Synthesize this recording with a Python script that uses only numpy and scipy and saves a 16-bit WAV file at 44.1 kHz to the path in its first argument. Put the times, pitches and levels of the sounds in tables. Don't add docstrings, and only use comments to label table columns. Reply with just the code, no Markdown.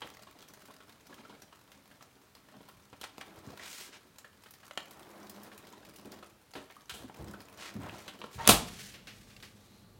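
import sys
import numpy as np
from scipy import signal
from scipy.fft import rfft, irfft
from scipy.io import wavfile

SR = 44100
rng = np.random.default_rng(int(sys.argv[2]) if len(sys.argv) > 2 else 0)


def to_wav(s):
    ch = np.atleast_2d(s).T
    pcm = np.round(np.clip(ch, -1, 1) * 32767)
    wavfile.write(sys.argv[1], SR, pcm.astype(np.int16))


N = 440559
T = np.arange(N) / SR
SHUT_S = 8.5

# (frequency [Hz], level [dB])
DROP_SPECTRUM = [(200, -1.5), (1000, 8), (3000, 2), (5000, 2), (8000, -3), (12000, -4), (16000, -1.5)]
# (frequency [Hz], level [dB])
KNOCK_SPECTRUM = [(50, -15.5), (200, -3.5), (600, -2), (1300, -4), (2200, -8), (3300, -6), (5500, -19),
                  (9000, -23), (16000, -34)]


def amp(db):
    return 10 ** (np.asarray(db) / 20)


def unit(x):
    return x / np.sqrt(np.mean(x ** 2) + 1e-20)


def at_frequency(points, hz):
    frequencies, values = np.transpose(points)
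    return np.interp(np.log(hz + 1), np.log(frequencies + 1), values)


def over_time(points):
    return np.interp(T, *np.transpose(points))


def door_open():
    return np.interp(T, [SHUT_S - .1, SHUT_S], [1, 0])


def arch(start, length, peakiness):
    progress = (T - start) / length
    return np.maximum(4 * progress * (1 - progress), 0) ** peakiness


def colour(x, spectrum, bass_db=0, treble_db=0, ring_hz=1000, ring_db=0, size=4096):
    hz = abs(np.fft.fftfreq(size, 1 / SR))
    shelves = bass_db / (1 + (hz / 700) ** 2) + treble_db * hz ** 2 / (hz ** 2 + 5000 ** 2)
    resonance = ring_db / (1 + ((hz / ring_hz - 1) / .14) ** 2)
    log_gain = np.log(amp(at_frequency(spectrum, hz) + shelves + resonance))
    taps = np.fft.ifft(np.exp(np.conj(signal.hilbert(log_gain)))).real[:size // 2]
    return signal.fftconvolve(x, taps / np.linalg.norm(taps))[:len(x)]


def resonate(x, response):
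    return signal.fftconvolve(x, response / np.linalg.norm(response))[:N]


def drift(rate_hz):
    rolloff = 1 + (np.fft.rfftfreq(N, 1 / SR) / rate_hz) ** 4
    return unit(irfft(rfft(rng.standard_normal(N)) / rolloff, N))


def add(mix, start, sound):
    part = mix[max(round(start * SR), 0):][:len(sound)]
    part += sound[:len(part)]


def burst(decay_s, rise_s=0.000067, size=12000):
    t = np.arange(size) / SR
    return rng.choice([-1., 1.], size) * np.exp(-t / decay_s) * (1 - np.exp(-t / rise_s))


def patter(per_s, spread_db):
    sizes = amp(spread_db * np.minimum(rng.exponential(1, N), 3.5)) * rng.choice([-1., 1.], N)
    return sizes * (rng.random(N) < per_s / SR)


def ring(modes):
    t = np.arange(SR) / SR
    return sum(amp(db - 60 * t / t60) * np.sin(2 * np.pi * (hz * t + rng.random()))
               for hz, db, t60 in modes)


def strokes(x, moves, split_hz, peakiness):
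    low = signal.lfilter(*signal.butter(1, split_hz, fs=SR), x)
    return sum(amp(db) * arch(start, length, peakiness) * (low + amp(treble_db) * (x - low))
               for start, length, db, treble_db in moves)


def bubble(hz, cycles, climb):
    age = np.arange(3000) / SR * hz / cycles
    pitch = hz * (1 + climb * (np.tanh(age) - .5))
    return np.sin(2 * np.pi * np.cumsum(pitch) / SR) * np.exp(-age) * (1 - np.exp(-6 * age))


def hollow_tub(x):
    # (frequency [Hz], bandwidth [Hz], level [dB])
    resonances = [(206.2, 4.7, 7), (329, 50, 7), (377, 110, -42), (630, 73, -31), (1015, 64, -13)]
    t = np.arange(SR // 4) / SR
    response = sum(amp(db) * np.sqrt(width) * np.exp(-np.pi * width * t) * np.cos(2 * np.pi * hz * t)
                   for hz, width, db in resonances)
    return resonate(x, response)


def runoff(gain_db=-3.5, gurgle_db=-3, rush_db=-4, hollow_db=-15, gulp_db=4.5):
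    # (time [s], level [dB])
    flow_levels = [(0.0, -60.5), (2.1, -65.5), (2.99, -70.5), (3.3, -56), (3.65, -54), (4.07, -65),
                   (4.56, -69), (5.21, -57.5), (6.2, -58), (6.41, -74), (7.18, -59), (8.4, -54)]
    # (start [s], length [s], level [dB])
    gushes = [(1.035, 0.37, -59), (1.76, 0.58, -67.5), (2.43, 0.31, -62.5)]
    # (frequency [Hz], level [dB])
    spectrum = [(40, -23), (90, -7.5), (200, -1.5), (320, -2.5), (600, -8), (1200, -9.5), (2000, -16.5),
                (4000, -13), (16000, -35.5)]
    bubbles = np.zeros(N)
    for hz in np.geomspace(170, 2400, num=24):
        births = patter(per_s=16, spread_db=1.5)
        bubbles += signal.oaconvolve(births, unit(bubble(hz, cycles=5.3, climb=0.14)))[:N] * np.sqrt(hz)
    gurgle = amp(gurgle_db) * unit(colour(bubbles, spectrum))
    rush = amp(rush_db) * colour(rng.standard_normal(N), spectrum)
    hollow = amp(hollow_db) * unit(hollow_tub(bubbles))
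    gulps = unit(amp(gulp_db * np.clip(drift(26), -1.5, 1.5)))
    flow = amp(over_time(flow_levels) + gain_db)
    for start, length, db in gushes:
        flow = np.maximum(flow, amp(db) * arch(start, length, peakiness=0.28))
    return flow * door_open() * gulps * (gurgle + rush + hollow)


def drizzle(gain_db=2, spread_db=3, count=560):
    # (time [s], level [dB])
    levels = [(0, -62.5), (1.1, -71.5), (2.3, -76.5), (3.4, -65), (4.1, -75), (4.7, -66.5), (6.15, -67),
              (6.42, -72.5), (7.4, -63.5), (8.4, -66.5)]
    out = np.zeros(N)
    for when, size, pitch in rng.random((count, 3)):
        splat = burst(decay_s=0.0033, rise_s=0.00047, size=2048)
        droplet = colour(splat, DROP_SPECTRUM, ring_hz=1500 * 2 ** (3 * pitch), ring_db=9, size=512)
        size_db = spread_db * min(-np.log(1 - size), 3)
        add(out, when * N / SR, amp(size_db) * droplet)
    return amp(over_time(levels) + gain_db) * door_open() * unit(out)


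def knocks(knock_db=2, thump_db=1):
    # (time [s], level [dB], bass [dB], treble [dB], decay [s], pitch [Hz])
    contacts = [(.018, -40, -3, -7, 0.014, 3080), (.045, -48, 20, 10, 0.017, 382),
                (.684, -53.5, 6, -29, 0.02, 696), (1.296, -49.5, 8, -6, 0.012, 350),
                (1.335, -56.5, 13, -10, .025, 219), (2.541, -54.5, 5, -26, 0.022, 650),
                (2.606, -50.5, 17, -3, 0.0084, 400), (2.929, -46.5, 13, -1, 0.011, 920),
                (3.013, -41, 5, 27, 0.0067, 3280), (3.033, -39.5, -10, -4, 0.0023, 800),
                (3.039, -39, -10, 8, 0.0092, 1300), (3.181, -37, 16, 15, 0.0022, 650),
                (3.211, -40, -11, -1, 0.0081, 1290), (4.050, -57, 26, -20, 0.0085, 397),
                (4.710, -41.5, -4, -3, 0.0039, 690), (4.775, -28, -7, 0, 0.0036, 2350),
                (6.050, -52.5, 20, -34, 0.099, 332), (6.127, -50, 16, -3, 0.025, 380),
                (6.553, -43, 7, 2, 0.037, 363), (6.700, -52, -9, -16, 0.013, 700),
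                (6.895, -40, -19, 8.5, 0.02, 1450), (6.939, -48.5, 11, 26, 0.051, 3350),
                (7.097, -42, 6, -41, 0.0043, 900), (7.895, -43, -11, -9, .0035, 2500),
                (8.079, -42, -2, 7, 0.017, 3030), (8.216, -42, -17, -14, 0.0066, 3140),
                (8.240, -39, 12, -2, 0.0049, 1400)]
    # (time [s], level [dB], pitch [Hz], decay [s])
    thumps = [(2.551, -53, 165, 0.022), (2.748, -59, 90, 0.018), (3.373, -52, 90, 0.013),
              (3.472, -40.5, 135, 0.0098), (6.061, -65, 100, 0.022), (6.916, -51, 90, 0.017),
              (7.042, -43, 178, 0.018), (7.193, -43, 97, .032), (7.261, -48.5, 95.5, 0.035),
              (7.752, -39.5, 145, 0.069), (8.353, -46, 94.4, 0.17)]
    out = np.zeros(N)
    for start, db, bass_db, treble_db, decay_s, hz in contacts:
        clack = colour(burst(decay_s), KNOCK_SPECTRUM, bass_db, treble_db, ring_hz=hz, ring_db=5)
        add(out, start, amp(db + knock_db) * clack)
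    for start, db, hz, decay_s in thumps:
        push = burst(decay_s)
        panel_spectrum = [(hz * 0.33, -28), (hz * 0.54, -2), (hz * 1.4, 0), (hz * 3, -20), (hz * 12, -60)]
        add(out, start, amp(db + thump_db) * unit(colour(push, panel_spectrum)) * np.std(push))
    return out


def drips(splat_s=0.0013, spatter_db=-12):
    # (time [s], level [dB], pitch [Hz], tilt towards bass [dB])
    drops = [(.1925, -45, 4240, 8), (0.4247, -43, 3550, 2), (.4843, -44, 5790, -7), (0.5358, -42, 6170, -3),
             (.656, -45.5, 4060, -13), (.8932, -44.5, 3500, 0), (1.068, -45, 5960, -2),
             (1.1416, -43.5, 3120, -2), (1.4194, -40, 6050, 0.5), (1.7171, -43, 3320, 2),
             (2.024, -42.5, 6550, 2), (2.35, -43.5, 4600, 1), (2.687, -44, 4710, -24),
             (3.5034, -40.5, 5420, 13), (3.5735, -40, 4030, 3), (4.1838, -38.5, 7200, -3.5),
             (4.4358, -43.5, 3570, 0), (4.5074, -41, 12900, -10), (4.5372, -42.5, 4670, -5),
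             (4.9086, -41, 11600, -5), (5.2956, -35, 4970, -18), (5.432, -39.5, 15000, -11),
             (5.577, -39.5, 2790, -10), (5.6688, -43, 3410, 1), (5.849, -44, 4230, -2),
             (5.9605, -39, 2870, -18), (6.118, -39, 4800, -7), (6.536, -40, 4800, 3),
             (7.2814, -42.5, 5330, 1), (7.4034, -42.5, 4270, -1)]
    out = np.zeros(N)
    for start, db, hz, tilt_db in drops:
        tick = burst(decay_s=0.0028, rise_s=splat_s)
        spatter = amp(spatter_db) * burst(decay_s=0.014, rise_s=splat_s)
        drop = colour(tick + spatter, DROP_SPECTRUM, tilt_db, -tilt_db, ring_hz=hz, ring_db=7)
        add(out, start, amp(db) * drop)
    return out


def plops(bubble_db=3, slap_db=-7):
    # (time [s], level [dB], pitch [Hz], lean towards the bubble [dB])
    drops = [(0.269, -46, 1060, -7), (0.704, -46.5, 1062, -2), (0.803, -46.5, 1410, -7),
             (1.126, -46.5, 1640, -3.5), (1.25, -45.5, 1334, -1), (1.525, -45, 1170, -4),
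             (1.911, -52, 1600, -12), (2.008, -47.5, 1200, -6), (2.485, -53, 1700, -13),
             (2.686, -45.5, 1070, -3), (3.596, -41, 1870, 0.5), (4.245, -40.5, 1690, -0.5),
             (4.459, -45.5, 1480, -5.5), (4.630, -46.5, 1500, -7), (5.516, -43.5, 1720, -4),
             (5.733, -44.5, 970, -0.5), (6.226, -41, 1250, -4.5), (6.766, -51, 1173, 8),
             (7.338, -41, 1437, 1.5)]
    out = np.zeros(N)
    for start, db, hz, lean_db in drops:
        add(out, start, amp(db + bubble_db + lean_db) * bubble(hz, cycles=6.0, climb=0.18))
        impact = burst(decay_s=0.011, rise_s=0.0016)
        slap = colour(impact, KNOCK_SPECTRUM, treble_db=3, ring_hz=hz, ring_db=9)
        add(out, start, amp(db + slap_db - lean_db / 2) * slap)
    return out


def door_swing(rumble_db=-3, hollow_db=-4, lumps_db=2):
    # (start [s], length [s], level [dB], treble [dB])
    moves = [(3.22, 0.47, -59.5, 3), (4.817, 0.89, -60.5, 7), (5.65, 0.76, -59, -12),
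             (6.975, 0.093, -53, -0.5), (7.134, 0.28, -49.5, -7), (7.363, 0.9, -56.5, -0.5)]
    # (frequency [Hz], level [dB])
    spectrum = [(40, -10), (100, 1.5), (200, -2), (350, -3.5), (650, -0.5), (1200, -6.5), (2000, -14),
                (4000, -34), (12000, -27)]
    slips = unit(patter(per_s=2500, spread_db=-1.5) * amp(lumps_db * drift(24)))
    rumble = amp(rumble_db) * colour(slips, spectrum) + amp(hollow_db) * hollow_tub(slips)
    return strokes(rumble, moves, split_hz=400, peakiness=0.67)


def rubbing(grain_db=2):
    # (start [s], length [s], level [dB], treble [dB])
    moves = [(3.586, 0.099, -48.5, -28), (3.623, .28, -53, 6), (3.917, 0.064, -50.5, -23),
             (7.575, 0.14, -45, -10), (7.91, 0.16, -57, -2.5), (8.32, 0.064, -57.5, 6),
             (8.378, 0.11, -46.5, -28)]
    # (frequency [Hz], level [dB])
    spectrum = [(200, -14.5), (900, -3.5), (1900, 0), (3500, -1.5), (7000, -4.5), (11000, -11),
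                (16000, -13.5)]
    hiss = colour(rng.standard_normal(N) * amp(grain_db * drift(150)), spectrum)
    return strokes(hiss, moves, split_hz=4000, peakiness=0.68)


def groaning():
    # (start [s], length [s], level [dB])
    groans = [(7.801, 0.1, -48), (7.896, 0.11, -55.5), (8.379, 0.073, -44.5)]
    # (frequency [Hz], level [dB])
    spectrum = [(150, -25.5), (450, -4.5), (750, 2), (1400, -3.5), (2500, -13.5), (8000, -31.5)]
    slips = unit(colour(patter(per_s=1200, spread_db=-1.5), spectrum))
    return slips * sum(amp(db) * arch(start, length, peakiness=0.49) for start, length, db in groans)


def seal_squeak(start=8.394, length=0.026, gain_db=-38, hz=915, octave_db=-9, waver=.018):
    phase = 2 * np.pi * np.cumsum(hz * (1 + waver * drift(120))) / SR
    tone = unit(np.sin(phase) + amp(octave_db) * np.sin(2 * phase))
    return amp(gain_db) * arch(start, length, peakiness=1.1) * tone


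def catch_ticks(start=8.444, step_s=.0087, first_db=-37, growth_db=2.4):
    out = np.zeros(N)
    for k in range(4):
        tick = colour(burst(.003), KNOCK_SPECTRUM, treble_db=-4 + 6.5 * k, ring_hz=3700, ring_db=4.5)
        add(out, start + k * step_s, amp(first_db + k * growth_db) * tick)
    return out


def slam(gain_db=2):
    # (time [s], level [dB], bass [dB], decay [s])
    blows = [(8.4754, -5.5, -16.5, 0.0012), (8.4793, -14, 4.5, 0.0016), (8.489, -14.5, 2, 0.0061),
             (8.492, -12.5, 0, .014), (8.505, -22, -7.5, 0.032)]
    # (frequency [Hz], level [dB])
    spectrum = [(25, -15), (55, -5.5), (200, -5.5), (340, -6), (450, -9), (690, -5.5), (920, -11.5),
                (1200, -7.5), (1750, -14.5), (2500, -12), (3600, -10.5), (4600, -14.5), (11300, -15.5),
                (16000, -22.5)]
    out = np.zeros(N)
    for start, db, bass_db, decay_s in blows:
        add(out, start, amp(db + gain_db) * colour(burst(decay_s), spectrum, bass_db))
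    return out


def cabinet_boom(start=8.492, rise_s=0.0048):
    # (frequency [Hz], level [dB], time to fall 60 dB [s])
    modes = [(49.5, -26, 0.31), (72, -26.5, 0.16), (108.3, -27.5, 0.34), (150.7, -31.5, 0.42),
             (198, -37.5, 0.75), (240, -30.5, 0.31), (317, -29, 0.26)]
    t = np.arange(SR) / SR
    out = np.zeros(N)
    add(out, start, ring(modes) * (1 - np.exp(-t / rise_s)))
    return out


def washing(clumps_db=2, pump_db=-59, fall_db_per_s=2, surge_db=9, settle_s=.25, jet_db=1):
    # (start [s], length [s], level [dB])
    sweeps = [(8.58, .39, -50.5), (9.035, 0.46, -62.5), (9.388, 0.48, -66.5)]
    # (time [s], level [dB], decay [s])
    jets = [(8.788, -47.5, 0.02), (8.940, -52, 0.063), (9.071, -47.5, 0.049), (9.272, -58, .005),
            (9.301, -58, 0.033), (9.365, -48.5, 0.0058), (9.402, -52, 0.0033), (9.426, -47.5, 0.034)]
    # (frequency [Hz], level [dB])
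    hum_tones = [(102.3, -66.5), (861, -79.5), (1168, -80)]
    # (frequency [Hz], level [dB])
    spray_spectrum = [(200, -7), (900, -9), (1700, 4), (3300, 4), (6000, 2), (10000, -3.5), (16000, -11)]
    pump_spectrum = [(28, -21), (46, 7), (65, -5.5), (125, 1.5), (160, -3.5), (200, 4.5), (270, -7),
                     (450, -8.5), (1100, -22), (2500, -49), (16000, -79)]
    jet_spectrum = [(100, -1), (400, -1), (900, -4), (1600, 3), (2700, 5.5), (5000, -1), (9000, -12),
                    (16000, -16)]
    spray_gain = sum(amp(db) * arch(start, length, peakiness=0.53) for start, length, db in sweeps)
    droplets = patter(per_s=4600, spread_db=0) * amp(clumps_db * drift(32))
    out = spray_gain * unit(colour(droplets, spray_spectrum))
    age = np.maximum(T - SHUT_S, 0)
    pump_gain = amp(pump_db - fall_db_per_s * age + surge_db * np.exp(-age / settle_s))
    out += pump_gain * colour(rng.standard_normal(N), pump_spectrum)
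    for start, db, decay_s in jets:
        add(out, start, amp(db + jet_db) * colour(burst(decay_s), jet_spectrum))
    hum_fade_in = np.interp(T, [8.7, 9.4], [0, 1])
    for hz, db in hum_tones:
        phase = 2 * np.pi * np.cumsum(hz * (1 + .004 * drift(19.5))) / SR
        out += hum_fade_in * amp(db) * unit(np.sin(phase))
    return (1 - door_open()) * out


def pump_whine(start=9.5, length=0.53, gain_db=-73, start_hz=3800, rise_hz_per_s=900, waver=0.067):
    hz = (start_hz + rise_hz_per_s * np.clip(T - start, 0, length)) * (1 + waver * drift(299.6))
    tone = unit(np.sin(2 * np.pi * np.cumsum(hz) / SR))
    return amp(gain_db) * arch(start, length, peakiness=0.64) * tone


def sheet_steel(x):
    # (frequency [Hz], level [dB], time to fall 60 dB [s])
    modes = [(167, -4, 0.82), (199, -13, 0.93), (571, -4.5, 0.19), (630, -14, .22), (700, -5, 0.17),
             (801, 8, .2), (881, 3, 0.33), (1064, -5.5, 0.27), (1166, -7, 0.43), (1240, -6, 0.1),
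             (2140, -10, .33), (3030, -6, 0.45), (3020, 11, 0.083), (3180, -6.5, 0.32), (4000, -9, .3),
             (4900, -11, 0.42), (5604, -9, .33), (5800, -0.5, .13), (7180, -15, .3)]
    return resonate(x, ring(modes))


def kitchen(x, onset_s=0.0013, echoes_per_s=5000):
    # (frequency [Hz], time to fall 60 dB [s])
    decay_times = [(60, 0.62), (250, 0.54), (1000, 0.44), (3500, 0.37), (8000, 0.33), (15000, 0.13)]
    echoes = rng.choice([-1., 1.], SR) * (rng.random(SR) < echoes_per_s / SR)
    echoes *= 1 - np.exp(-np.arange(SR) / SR / onset_s)
    hz, t, bands = signal.stft(echoes, SR, nperseg=256)
    decay = amp(-60 * t / at_frequency(decay_times, hz)[:, None])
    return resonate(x, signal.istft(bands * decay, SR, nperseg=256)[1])


def room_tone(level_db=-65):
    # (frequency [Hz], level [dB])
    spectrum = [(25, -5), (60, 2), (100, 6), (190, 2), (750, -6.5), (1400, -5.5), (2100, -9.5), (3000, -11),
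                (8600, -16.5), (15000, -18), (16000, -18.5)]
    return amp(level_db) * colour(rng.standard_normal(N), spectrum)


def scene():
    water = drips() + drizzle() + plops() + runoff()
    door = knocks() + rubbing() + groaning() + seal_squeak() + catch_ticks()
    latch = slam()
    direct = water + door + latch + cabinet_boom() + door_swing() + washing() + pump_whine()
    ringing = sheet_steel(amp(-36.5) * (water + door) + amp(-19) * latch)
    reflections = kitchen(amp(-8) * (water + door) + amp(-9.5) * latch)
    return (direct + ringing + reflections + room_tone())[None]


def record(dry, low_hz=38, high_hz=16100):
    thinned = signal.sosfilt(signal.butter(4, low_hz, "highpass", fs=SR, output="sos"), dry)
    lowpass = signal.firwin(511, high_hz, window=("kaiser", 9), fs=SR)
    return signal.oaconvolve(thinned, lowpass[None], "same")


dry = scene()
out = record(dry)
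to_wav(out)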